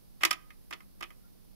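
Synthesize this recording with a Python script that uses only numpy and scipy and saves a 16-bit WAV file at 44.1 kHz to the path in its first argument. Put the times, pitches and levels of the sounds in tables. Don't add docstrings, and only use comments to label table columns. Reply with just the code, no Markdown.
import sys
import numpy as np
from scipy import signal
from scipy.io import wavfile

SR = 44100
rng = np.random.default_rng(int(sys.argv[2]) if len(sys.argv) > 2 else 0)


def materialize(psi):
    bounded = np.clip(np.atleast_2d(psi).T, -1, 1)
    quanta = np.round(bounded * 32767).astype(np.int16)
    wavfile.write(sys.argv[1], SR, quanta)


N = 68355
T = np.arange(N) / SR
EDGES = 20 * 2 ** (np.arange(40) / 4)
CENTRES = np.sqrt(EDGES[1:] * EDGES[:-1])

# (time [s], level [dB], knock [dB], bass [dB], middle [dB], presence [dB], treble [dB], top [dB],
# modes [dB], rise [s], t60 [s])
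CONTACTS = [ (0.2335, -9.5, -11, -5.5, -8.5, -7, -13.5, -12, -5, .002, 0.024),
            (.2490, -16.5, -4.5, -6.5, -2.5, 0, 1, -1.5, -2.5, 0.0025, 0.037),
            (0.307, -27, -21, -13, -14, 2.5, -4, -0.5, -5, 0.0017, 0.026),
            (.3090, -22, -8, -4.5, 3.5, -0.5, 3, -1, 4, 0.0025, 0.024),
            (.3265, -29.5, -5, -11, -22, -2.5, -4.5, -7.5, -5, 0.0028, 0.042),
            (0.3291, -41.5, -1, -3, 1, 5, -5, -1, 0, 0.0013, .05),
            (.5040, -42, -12, -15, -10, -9, -16.5, -14.5, -3.5, 0.0017, 0.035),
            (0.707, -47.5, -4, -4, 2, -2, -0.5, 7.5, -7, .0015, 0.021),
            (0.7094, -40.5, 7.5, 2, 5.5, -10, -10, -10, 7, 0.0012, 0.053),
            (0.7259, -31.5, 3, -3, -3.5, 0, -12, -17, -5.5, .0012, 0.031),
            (.7325, -38.5, 1, 4, 3, 2.5, 0, -8, -1.5, 0.0023, 0.039),
            (0.8037, -47, 2, -4, 1, -7.5, -14, -11, -3, 0.0025, 0.029),
            (1.0064, -48.5, -4, 3, -4, -3, -1.5, 7, 7.5, 0.0012, .028),
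            (1.0090, -40, 10, 3.5, 5.5, -10, -11, -13.5, 6, 0.0012, 0.042),
            (1.0250, -34, 2, -0.5, -5.5, 0.5, -7.5, -13.5, -5, 0.00088, 0.033),
            (1.0294, -35, 1, -5, -1.5, -0.5, -7, -7.5, -2, 0.00068, 0.026),
            (1.0377, -37.5, -4, -7, -9, 1.5, -7.5, -9, -2.5, 0.00061, 0.026),
            (1.1033, -47, -3, 2, -3, -6.5, -14.5, -7, -3, 0.0017, 0.045)]
# (frequency [Hz], likeness [unclipped])
LIKENESS = [(200, 1.56), (330, 0.84), (700, 1.06), (1200, -0.2), (2000, -0.08), (5000, -0.74),
            (10000, -2.56)]
# (frequency [Hz], right minus left [dB])
RIGHT_DB = [(300, 1.5), (700, 1), (1200, 5.8), (2200, 4.2), (5000, 2.9), (10000, 2.9)]


def from_db(db):
    return 10 ** (np.asarray(db) / 20)


def at_hz(points, hz):
    freqs, values = np.transpose(points)
    return np.interp(np.log(hz), np.log(freqs), values)


def decay(t, t60):
    return np.exp(-np.log(1000) * t / np.maximum(t60, 1e-3))


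def unit_energy(x):
    return x / np.sqrt(np.sum(x ** 2, axis=-1, keepdims=True) + 1e-20)


def pan(right_db):
    return from_db(np.stack([-right_db / 2, right_db / 2], axis=-1))[..., None]


def noise_bands(likeness, size):
    out = np.empty((len(CENTRES), 2, size))
    white = rng.standard_normal((2, 2, size + SR // 10))
    for k, hz in enumerate(CENTRES):
        band = signal.butter(3, EDGES[k:k + 2], "band", fs=SR, output="sos")
        mid, side = unit_energy(signal.sosfilt(band, white[k % 2])[:, -size:])
        correlation = np.clip(at_hz(likeness, hz), 0, .99)
        mid *= np.sqrt((1 + correlation) * size / 2)
        side *= np.sqrt((1 - correlation) * size / 2)
        out[k] = mid + side, mid - side
    return out


def background():
    # (frequency [Hz], band level [dB])
    bed_levels = [(25, -62.5), (60, -73), (100, -71), (190, -69), (300, -72.5), (500, -76), (900, -82),
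                  (1600, -86), (3000, -84), (5200, -77), (7000, -85.5), (8500, -81.5), (10500, -74),
                  (13000, -74), (15500, -75.5)]
    # (frequency [Hz], likeness [0-1])
    bed_likeness = [(100, 0.79), (350, 0.83), (700, .62), (1200, 0), (10000, 0)]
    # (frequency [Hz], right minus left [dB])
    bed_balance = [(30, 2.5), (150, 2), (700, 4), (1200, 4), (2500, 1), (6000, -2.5), (11000, 7.5)]
    hum_hz, hum_db = 188.6, -62.5
    waver = .45 * np.interp(T, T[::1800], rng.standard_normal(len(T[::1800])))
    hum = from_db(hum_db) * (1 + waver) * np.sin(2 * np.pi * hum_hz * T + waver)
    gains = from_db(at_hz(bed_levels, CENTRES))[:, None, None] * pan(at_hz(bed_balance, CENTRES))
    return np.sum(noise_bands(bed_likeness, N) * gains, axis=0) + hum * pan(right_db=6.5)


def room(x, size=20000):
    # (frequency [Hz], level [dB])
    early_levels = [(300, -9), (1200, -14), (2500, -14.5), (5500, -19.5), (12000, -17.5)]
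    # (frequency [Hz], level [dB])
    tail_levels = [(300, -17), (1200, -21), (2500, -24), (5500, -27), (12000, -29.5)]
    # (frequency [Hz], t60 [s])
    tail_t60 = [(300, 0.462), (1200, 0.43), (4000, .33), (12000, .25)]
    t, hz, predelay_s = T[:size], CENTRES[:, None, None], .0054
    reflections = noise_bands(LIKENESS, size) * np.clip(t / predelay_s - 1, 0, 1)
    early = unit_energy(reflections * decay(t, t60=.08)) * from_db(at_hz(early_levels, hz))
    tail = unit_energy(reflections * decay(t, at_hz(tail_t60, hz))) * from_db(at_hz(tail_levels, hz))
    band_weight = np.sqrt(2 * np.diff(EDGES) / SR)[:, None, None]
    response = np.sum((early + tail) * band_weight, axis=0)
    return signal.fftconvolve(x, response, axes=1)[:, :N]


def squeak(peak_s=1.255, width_s=.017, hz=1400, db=-67):
    waver = np.interp(T, T[::400], rng.standard_normal(len(T[::400])))
    swell = np.exp(-((T - peak_s) / width_s) ** 2)
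    return from_db(db) * swell * np.sin(2 * np.pi * hz * T + waver)


def housing_gains():
    # (frequency [Hz], band level [dB])
    housing_levels = [(120, -47), (230, -28), (320, -15.5), (440, -23), (570, -17), (800, -15.5),
                      (1000, -16.5), (1250, -13), (1550, -13.5), (2050, -8.5), (2550, -9.5), (3200, -9),
                      (4200, -12), (5200, -9), (6500, -13.5), (8300, -15.5), (10000, -9.5), (14500, -16)]
    return from_db(at_hz(housing_levels, CENTRES))[:, None, None] * pan(at_hz(RIGHT_DB, CENTRES))


def radiate(x, low_cut_hz=200):
    # (frequency [Hz], gain [dB], width [Hz])
    housing_bells = [(333.6, 5.5, 60), (455.2, -10, 65), (680, -0.5, 25), (900, -5, 130), (1235, 10, 90),
                     (1360, -4, 43), (1503, -8, 70), (2070, 4, 200), (2810, -8.5, 110), (3030, 4.5, 200),
                     (4130, -6.5, 170), (5550, 7.5, 350), (5960, -6.5, 370), (6860, 3.5, 500),
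                     (7760, -2, 260)]
    for hz, db, width_hz in housing_bells:
        gain, width = from_db(db / 2), np.tan(np.pi * width_hz / SR)
        tuning = -2 * np.cos(2 * np.pi * hz / SR)
        feedforward = [1 + width * gain, tuning, 1 - width * gain]
        feedback = [1 + width / gain, tuning, 1 - width / gain]
        x = signal.lfilter(feedforward, feedback, x + 1e-18)
    return signal.sosfilt(signal.butter(4, low_cut_hz, "high", fs=SR, output="sos"), x)


def plunger_slide(start_s=.2055, end_s=.228, rise_s=.007, db=-44, grain_db=1.5, size=14000):
    # (frequency [Hz], trim [dB])
    scrape_trims = [(300, 3), (1200, 1), (2500, 3), (5000, -8), (10000, -7)]
    t = T[:size]
    stroke = np.clip((t - start_s) / rise_s, 0, 1) * decay(np.maximum(t - end_s, 0), t60=.03)
    grain = from_db(grain_db * np.interp(t, t[::64], rng.standard_normal(len(t[::64]))))
    colour = from_db(db + at_hz(scrape_trims, CENTRES))[:, None, None]
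    friction = np.sum(noise_bands(LIKENESS, size) * housing_gains() * colour, axis=0)
    return np.pad(stroke * grain * friction, ((0, 0), (0, N - size)))


def mode_ringing(trim_db=-6, scatter_db=1.5, delay_s=.0015):
    # (frequency [Hz], level [dB], t60 [s])
    housing_modes = [(322, -24, .08), (584, -14.5, 0.067), (770.4, -13, 0.098), (1016, -18.5, 0.12),
                     (1170, -30.5, 0.25), (1212, -11, .04), (1241, -13.5, 0.048), (1263, -29, 0.18),
                     (1556, -18.5, .09), (1983, -15.5, 0.073), (2206, -17.5, 0.059), (2500, -15, .075),
                     (2622, -18, 0.07), (3030, -18, 0.034), (3370, -25, 0.094), (3744, -24.5, 0.12)]
    times, hit_db, *_, ring_db, _, _ = np.transpose(CONTACTS)
    onsets = ((times + delay_s) * SR).astype(int)
    scatter = scatter_db * rng.standard_normal((len(times), len(housing_modes)))
    out = np.zeros((2, N))
    for k, (hz, mode_db, t60) in enumerate(housing_modes):
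        strikes = np.zeros(N)
        strikes[onsets] = from_db(hit_db + ring_db + mode_db + trim_db + scatter[:, k])
        radius, angle = decay(1 / SR, t60), 2 * np.pi * hz / SR
        feedback = [1, -2 * radius * np.cos(angle), radius ** 2]
        out += pan(at_hz(RIGHT_DB, hz)) * signal.lfilter([0, np.sin(angle)], feedback, strikes + 1e-18)
    return out


def clacks(shared=.4, size=3000):
    trim_hz = [330, 650, 1200, 2000, 3200, 5200, 10000]
    out, t = np.zeros((2, N + size)), T[:size]
    lowness = (trim_hz[3] / CENTRES)[:, None, None]
    common = noise_bands(LIKENESS, size)
    fresh = noise_bands(LIKENESS, N + size)
    for time, db, *trims, _, rise, t60 in CONTACTS:
        onset = int(time * SR)
        band_rise, band_t60 = rise * lowness ** .12, t60 * lowness ** .16
        envelope = np.minimum(t / band_rise, 1) ** 2 * decay(np.maximum(t - band_rise, 0), band_t60)
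        grain = np.sqrt(shared) * common + np.sqrt(1 - shared) * fresh[..., onset:onset + size]
        burst = unit_energy(grain * envelope) * np.linalg.norm(envelope, axis=-1, keepdims=True)
        colour_db = at_hz(list(zip(trim_hz, np.insert(trims, 3, 0))), CENTRES)
        gains = housing_gains() * from_db(db + colour_db)[:, None, None]
        out[:, onset:onset + size] += np.sum(burst * gains, axis=0)
    return out[:, :N]


def scene():
    left_lead_s = .00017
    latch = radiate(clacks() + mode_ringing() + plunger_slide())
    left, right = latch + room(latch) + squeak()
    return np.array([np.roll(left, -round(left_lead_s * SR)), right]) + background()


def record(dry):
    cutoff_hz = 15600
    high_cut = signal.ellip(10, .05, 60, cutoff_hz, fs=SR, output="sos")
    return signal.sosfiltfilt(high_cut, dry * [[-1], [1]])


dry = scene()
out = record(dry)
materialize(out)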